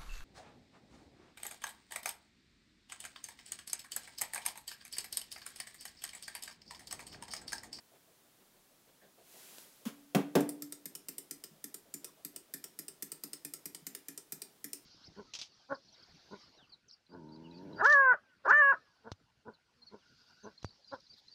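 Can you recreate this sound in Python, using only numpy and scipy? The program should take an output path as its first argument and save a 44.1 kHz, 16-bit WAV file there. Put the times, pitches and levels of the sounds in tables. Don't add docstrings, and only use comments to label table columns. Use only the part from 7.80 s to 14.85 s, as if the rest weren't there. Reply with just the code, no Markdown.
import sys
import numpy as np
from scipy import signal
from scipy.fft import rfft, irfft
from scipy.io import wavfile

SR = 44100
rng = np.random.default_rng(int(sys.argv[2]) if len(sys.argv) > 2 else 0)


def master_out(mix):
    frames = np.transpose(np.atleast_2d(mix))
    ceiling = np.clip(frames, -1, 1)
    pcm = np.round(ceiling * 32767).astype(np.int16)
    wavfile.write(sys.argv[1], SR, pcm)


N = 310905

# [t/s, level/dB]
BEATS = [(2.6058, -30), (2.6909, -25.5), (2.8217, -28), (2.9231, -28), (3.056, -28), (3.1515, -28.5),
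         (3.285, -26.5), (3.382, -26), (3.5099, -26.5), (3.6384, -30.5), (3.8411, -27.5), (3.9422, -28.5),
         (4.1398, -26.5), (4.2444, -28.5), (4.4487, -27), (4.5609, -28.5), (4.7381, -25.5), (4.8405, -28.5),
         (4.9896, -27), (5.0818, -28.5), (5.2237, -24.5), (5.3178, -26), (5.4366, -26.5), (5.532, -26.5),
         (5.6487, -27), (5.7369, -26.5), (5.8564, -27), (5.9474, -30), (6.067, -27), (6.1493, -28),
         (6.2844, -29), (6.3762, -29), (6.5219, -25.5), (6.6184, -27.5), (6.8425, -27), (6.932, -24.5)]
# [peak over rms/dB, brightness/dB per octave, thud level/dB]
STROKES = [(13.2, -0.9, -57), (13.9, 1.85, -62.5)]
# [t/s, tilt/dB per octave]
BRIGHTNESS_DRIFT = [(2.8, 1.3), (3.1, -0.3), (3.9, 1), (5.3, -0.26), (6.1, -0.7), (6.9, -0.8)]
# [f/Hz, width/Hz, level in a tick/dB, level in a tock/dB]
SHELL_MODES = [(1348, 33, -17.5, -12.5), (1760, 136, -9.5, -14.5), (2066, 670, -15.5, -19.5),
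               (2453, 107, -11.5, -14), (2965, 230, -26, -17), (3520, 320, -16.5, -14),
               (5110, 546, -9.5, -8), (5910, 324, -8, -9.5), (6290, 220, -9, -14), (6985, 233, -5, -6.5),
               (8450, 630, -4, -4), (9260, 100, -1, -1), (9440, 175, -7.5, -8.5), (11270, 1140, -6, -9.5),
               (12530, 560, -1.5, -11.5), (14300, 500, -35, -56), (14520, 570, -7, -9.5)]
# [f/Hz, width/Hz, level in a tick/dB, level in a tock/dB]
STANCE_MODES = [(155, 15.2, 0.5, -6.5), (220, 22.5, -1.5, -11.5), (290.5, 18.5, 5.5, -2),
                (340, 31.6, -4, -3.5), (398, 27.7, -2.5, 0), (475, 51, -10, -6), (638, 69, -19, -14),
                (946, 34, -24, -11)]
# [t/s, level/dB]
BUMPS = [(3.705, -62.5), (6.015, -64.5)]
# [t/s, boom level/dB, crack level/dB, crack brightness/dB per octave]
KNOCKS = [(2.3478, -26, -31, -2), (2.5528, -24.5, -28.5, -2)]
# [f/Hz, width/Hz, level in first knock/dB, level in second knock/dB]
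WOOD_MODES = [(154.8, 21, 0.5, -2), (195.2, 15, 3, 1), (229, 26.5, -2, -3.5), (267, 27, -7, 3),
              (278, 6.5, 6, 10.5), (291.7, 2.04, 1.5, 3.5), (387, 12.2, -1.5, 5), (414, 48, -7.5, -10),
              (467, 20, -7, -1.5), (557, 9.9, -15, -4.5), (610, 35, -12, -18), (667, 26, -14, -8),
              (724, 27, -9, -7), (718, 29, -3, -11.5), (866, 6.9, -14, -13), (885, 18, -34, -8.5),
              (1030, 26, -22, -29), (1050, 27, -23.5, -15), (1206, 12, -18.5, -23), (1300, 18, -27, -35),
              (1670, 33, -21, -33.5)]
# [f/Hz, density/dB per Hz]
CRACK_COLOUR = [(100, 2.5), (400, 6.5), (800, -0.5), (1100, 1.5), (1700, -1), (2700, -1.5), (3300, -1),
                (4000, -6), (5000, -5), (8000, -6), (11000, -7)]
# [f/Hz, density/dB per Hz]
PANEL_COLOUR = [(30, 6), (160, -1), (400, 7), (800, -1), (1100, -9), (1600, -11.5), (2500, -20),
                (4000, -42), (8000, -57)]
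# [f/Hz, density/dB per Hz]
BRUSH_COLOUR = [(59, -49), (100, -24), (202, -4.5), (322, -8), (373, -2.5), (452, -12), (662, -7),
                (1170, -9.5), (2040, -8), (12700, -6.5), (16000, -10)]
# [f/Hz, density/dB per Hz]
PAT_COLOUR = [(100, -12), (250, -6.5), (400, 1.5), (680, 4.5), (950, -9.5), (1700, -20.5), (3500, -14),
              (9000, -32)]
# [t/s, level/dB]
PAT_LEVEL = [(.1, -66.5), (.45, -73), (.9, -73), (1.25, -64), (1.9, -68), (3.4, -75), (4.35, -66),
             (4.9, -71.5), (7, -80.5)]
# [t/s, level/dB, length/s]
RUSTLES = [(0.126, -69, 0.063), (0.593, -70, 0.051), (.745, -75, .04), (1.07, -68.5, 0.043)]
# [t/s, f/Hz, width/Hz, level/dB, length/s]
CREAKS = [(1.189, 1750, 110, -70.5, 0.073), (1.198, 1600, 80, -70.5, 0.11), (4.26, 1100, 130, -68.5, 0.061)]
# [f/Hz, time to fall 60 dB/s]
ROOM_DECAY = [(150, 0.34), (400, 0.46), (1200, 0.39), (3000, 0.32), (8000, 0.2), (16000, 0.2)]
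# [f/Hz, density/dB per Hz]
FLOOR_COLOUR = [(15, -33.5), (25, -7), (49, -17.5), (170, -4), (405, -7.5), (575, -10), (796, -11),
                (1480, -13), (1610, -13.5), (2110, -15), (2690, -16), (3160, -15), (6560, -16.5),
                (13200, -16.5), (16000, -16.5)]

USUAL_DB = -27
BRIGHT_PER_DB, THUD_PER_DB = 0.76, 0.1
LINGER_DB, LINGER_S = 20, 0.087
BRUSH_START_S, BRUSH_ATTACK_S, BRUSH_HOLD_S, BRUSH_RELEASE_S = 1.346, 0.3, 0.18, 0.037
BRUSH_DB, TRAIL_SHARE, TRAIL_S = -56, 0.39, 0.44
PAT_START_S, PAT_RATE_HZ, PAT_SCATTER_DB = .114, 6.35, 1.1
PAT_BRIGHT_DB = -2.5
FLOOR_DB, EDGE_HZ = -66.8, 15850


def amp(db):
    return 10 ** (np.asarray(db) / 20)


def unit(x):
    return x / np.sqrt(np.mean(x ** 2) + 1e-20)


def read(points, hz):
    f, value = np.transpose(points)
    return np.interp(np.log(hz + 1), np.log(f + 1), value)


def at_time(points, s):
    return np.interp(s, *np.transpose(points))


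def add(mix, s, sound):
    part = mix[round(s * SR):][:len(sound)]
    part += sound[:len(part)]


def seconds(size):
    return np.arange(size) / SR


def level(x, db, size):
    return amp(db) * x / np.sqrt(np.mean(x[:size] ** 2) + 1e-20)


def noise(colour, size):
    spectrum = rfft(rng.standard_normal(size))
    gain = amp(read(colour, np.fft.rfftfreq(size, 1 / SR)))
    return unit(irfft(spectrum * gain, size))


def brighten(x, db, pivot_hz):
    octaves = np.log2(np.fft.rfftfreq(len(x), 1 / SR) / pivot_hz + 1e-9)
    return irfft(rfft(x) * amp(db * np.clip(octaves, -1, 1)), len(x))


def ring(modes, column, size, spread_db=0, detune=0):
    t, chance = seconds(size), rng.standard_normal((len(modes), 2))
    body = np.zeros(size)
    for k, (hz, width, *db) in enumerate(modes):
        height = amp(db[column] + spread_db * chance[k, 0])
        decay = width * np.exp(-np.pi * width * t)
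        tone = np.cos(2 * np.pi * hz * (1 + detune * chance[k, 1]) * t)
        body += (-1) ** k * height * decay * tone
    return body


def clockwork(lead_s=.0005, spread_db=1.5, pivot_hz=8000):
    clicks, thuds = np.zeros(N), np.zeros(N)
    for k, (s, peak_db) in enumerate(BEATS):
        column, force_db = k % 2, peak_db - USUAL_DB
        crest_db, bright_db, thud_db = STROKES[column]
        bright_db += BRIGHT_PER_DB * force_db + at_time(BRIGHTNESS_DRIFT, s)
        shell = ring(SHELL_MODES, column, size=2048, spread_db=spread_db, detune=.015)
        click = brighten(signal.fftconvolve(chatter(), shell), bright_db, pivot_hz)
        add(clicks, s - lead_s, level(click, peak_db - crest_db, size=441))
        linger_db = LINGER_DB * np.exp((BEATS[0][0] - s) / LINGER_S)
        add(thuds, s, thud(column, thud_db + THUD_PER_DB * force_db + linger_db))
    return np.array([clicks, thuds])


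def chatter(skip_s=0.0021, rebound_share=0.24, rebound_s=0.0057, rattle_share=0.4, rattle_s=0.0065):
    t = seconds(size=2048)
    slow, hard, late = 1 + np.array([.18, .5, .18]) * rng.uniform(-1, 1, 3)
    u = t / (skip_s * slow)
    skip = 2.3 * u * np.exp(-1.4 * u ** 2)
    rebound = rebound_share * hard * np.exp(-((t - rebound_s * late) / 0.0024) ** 2)
    rattle = rattle_share * np.exp(-t / rattle_s) * np.minimum(u, 1)
    impacts = (skip + rebound + rattle) * rng.standard_normal(len(t))
    spectrum = rfft(impacts, 2 * len(t))
    return irfft(spectrum / (abs(spectrum) + 1e-9) ** .35)[:len(t)]


def thud(column, db, size=36):
    stance = ring(STANCE_MODES, column, size=16384, spread_db=1.5, detune=.008)
    push = signal.windows.hann(size)
    return level(signal.fftconvolve(stance, push), db, size=1764)


def bumps():
    out = np.zeros(N)
    for s, db in BUMPS:
        add(out, s, thud(0, db, size=260))
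    return out


def knocks(crack_s=0.0055, rattle=0.21, rattle_s=0.034, panel_db=-6, panel_s=0.033):
    cracks, booms, t = np.zeros(N), np.zeros(N), seconds(size=16384)
    for column, (s, boom_db, crack_db, bright_db) in enumerate(KNOCKS):
        shape = np.exp(-t / crack_s) + rattle * np.exp(-t / rattle_s)
        shape *= 1 - np.exp(-t / 0.00086)
        crack = brighten(noise(CRACK_COLOUR, len(t)), bright_db, pivot_hz=4060) * shape
        add(cracks, s, level(crack, crack_db, size=441))
        wood = ring(WOOD_MODES, column, size=44100)
        boom = signal.fftconvolve(wood, signal.windows.hann(24))
        add(booms, s, level(boom, boom_db, size=1764))
        panels = noise(PANEL_COLOUR, len(t)) * np.exp(-t / panel_s) * (1 - np.exp(-t / 0.0051))
        add(booms, s, level(panels, boom_db + panel_db, size=1764))
    return np.array([cracks, booms])


def shove(s=2.0535, judder_hz=229, judder_db=-30, judder_s=0.023, scrape_db=-46, ring_db=-54):
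    scrape, wood, t = np.zeros(N), np.zeros(N), seconds(size=30000)
    grip = np.sin(np.pi * np.minimum(t / judder_s, 1))
    add(wood, s + 0.0046, amp(judder_db) * grip * np.sin(2 * np.pi * judder_hz * t))
    add(wood, s + 0.01284, amp(ring_db) * np.sin(2 * np.pi * 286 * t) * np.exp(-t / 0.23))
    add(scrape, s, amp(scrape_db) * noise(CRACK_COLOUR, len(t)) / np.sqrt(1 + (t / 0.033) ** 6))
    return np.array([scrape, wood])


def brush(snag_s=1.7835, snag_db=-42):
    age = seconds(N) - BRUSH_START_S
    swell = np.sin(np.pi / 2 * np.clip(age / BRUSH_ATTACK_S, 0, 1)) ** 2
    late = np.maximum(age - BRUSH_ATTACK_S - BRUSH_HOLD_S, 0)
    drop = (1 - TRAIL_SHARE) * np.exp(-late / BRUSH_RELEASE_S)
    trail = TRAIL_SHARE * np.exp(-(late / TRAIL_S) ** 2)
    out = amp(BRUSH_DB) * noise(BRUSH_COLOUR, N) * swell * (drop + trail)
    t = seconds(size=1024)
    snag = brighten(noise(BRUSH_COLOUR, len(t)), -4, pivot_hz=6000) * np.exp(-t / .002)
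    add(out, snag_s, amp(snag_db) * snag)
    return out


def pats(swell_s=0.022):
    out, u = np.zeros(N), seconds(size=8192) / swell_s
    for s in PAT_START_S + np.arange(N / SR * PAT_RATE_HZ) / PAT_RATE_HZ:
        db = at_time(PAT_LEVEL, s) + PAT_SCATTER_DB * rng.standard_normal()
        pat = unit(brighten(noise(PAT_COLOUR, len(u)), PAT_BRIGHT_DB, pivot_hz=397))
        add(out, s, amp(db) * pat * u * np.exp(1 - u))
    return out


def rustles(bright_db=-4):
    out = np.zeros(N)
    for s, db, length_s in RUSTLES:
        rub = noise(CRACK_COLOUR, round(length_s * SR))
        touch = unit(brighten(rub, bright_db, pivot_hz=4000))
        add(out, s, amp(db) * touch * signal.windows.hann(len(touch)))
    return out


def creaks():
    out = np.zeros(N)
    for s, hz, width, db, length_s in CREAKS:
        resonance = ring([(hz, width, 0)], column=0, size=2048)
        friction = rng.standard_normal(round(length_s * SR) + 2047)
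        rub = signal.fftconvolve(friction, resonance, "valid")
        add(out, s, amp(db) * unit(rub) * signal.windows.hann(len(rub)))
    return out


def room(x, build_s=0.0021):
    out = np.zeros(N)
    for k in range(3):
        hz, t, z = signal.stft(rng.standard_normal(SR), SR, nperseg=256)
        decay = amp(-60 * t / read(ROOM_DECAY, hz)[:, None])
        tail = signal.istft(z * decay, SR, nperseg=256)[1]
        tail = tail * (1 - np.exp(-(seconds(len(tail)) / build_s) ** 2))
        fade = np.sqrt(2 / 3) * np.cos(2 * np.pi * (.7 * seconds(N) + k / 3))
        out += signal.fftconvolve(x * fade, tail / np.linalg.norm(tail))[:N]
    return out


def scene():
    clicks, thuds = clockwork()
    thuds = thuds + bumps()
    cracks, booms = knocks() + shove()
    send = amp(-6.5) * clicks + amp(-8.5) * cracks + amp(-3.5) * thuds + amp(-15) * booms
    struck = clicks + cracks + thuds + booms
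    return (struck + room(send) + brush() + rustles() + creaks() + pats())[None]


def record(dry, low_cut_hz=138):
    cut = signal.sosfilt(signal.butter(7, low_cut_hz, "high", fs=SR, output="sos"), dry)
    deep = signal.sosfilt(signal.butter(2, 90, fs=SR, output="sos"), dry)
    heard = cut + amp(-22) * deep
    heard = heard + amp(FLOOR_DB) * noise(FLOOR_COLOUR, N)
    band = signal.firwin(511, EDGE_HZ, window=("kaiser", 8), fs=SR)
    return signal.oaconvolve(heard, band[None], "same")


dry = scene()
out = record(dry)
master_out(out)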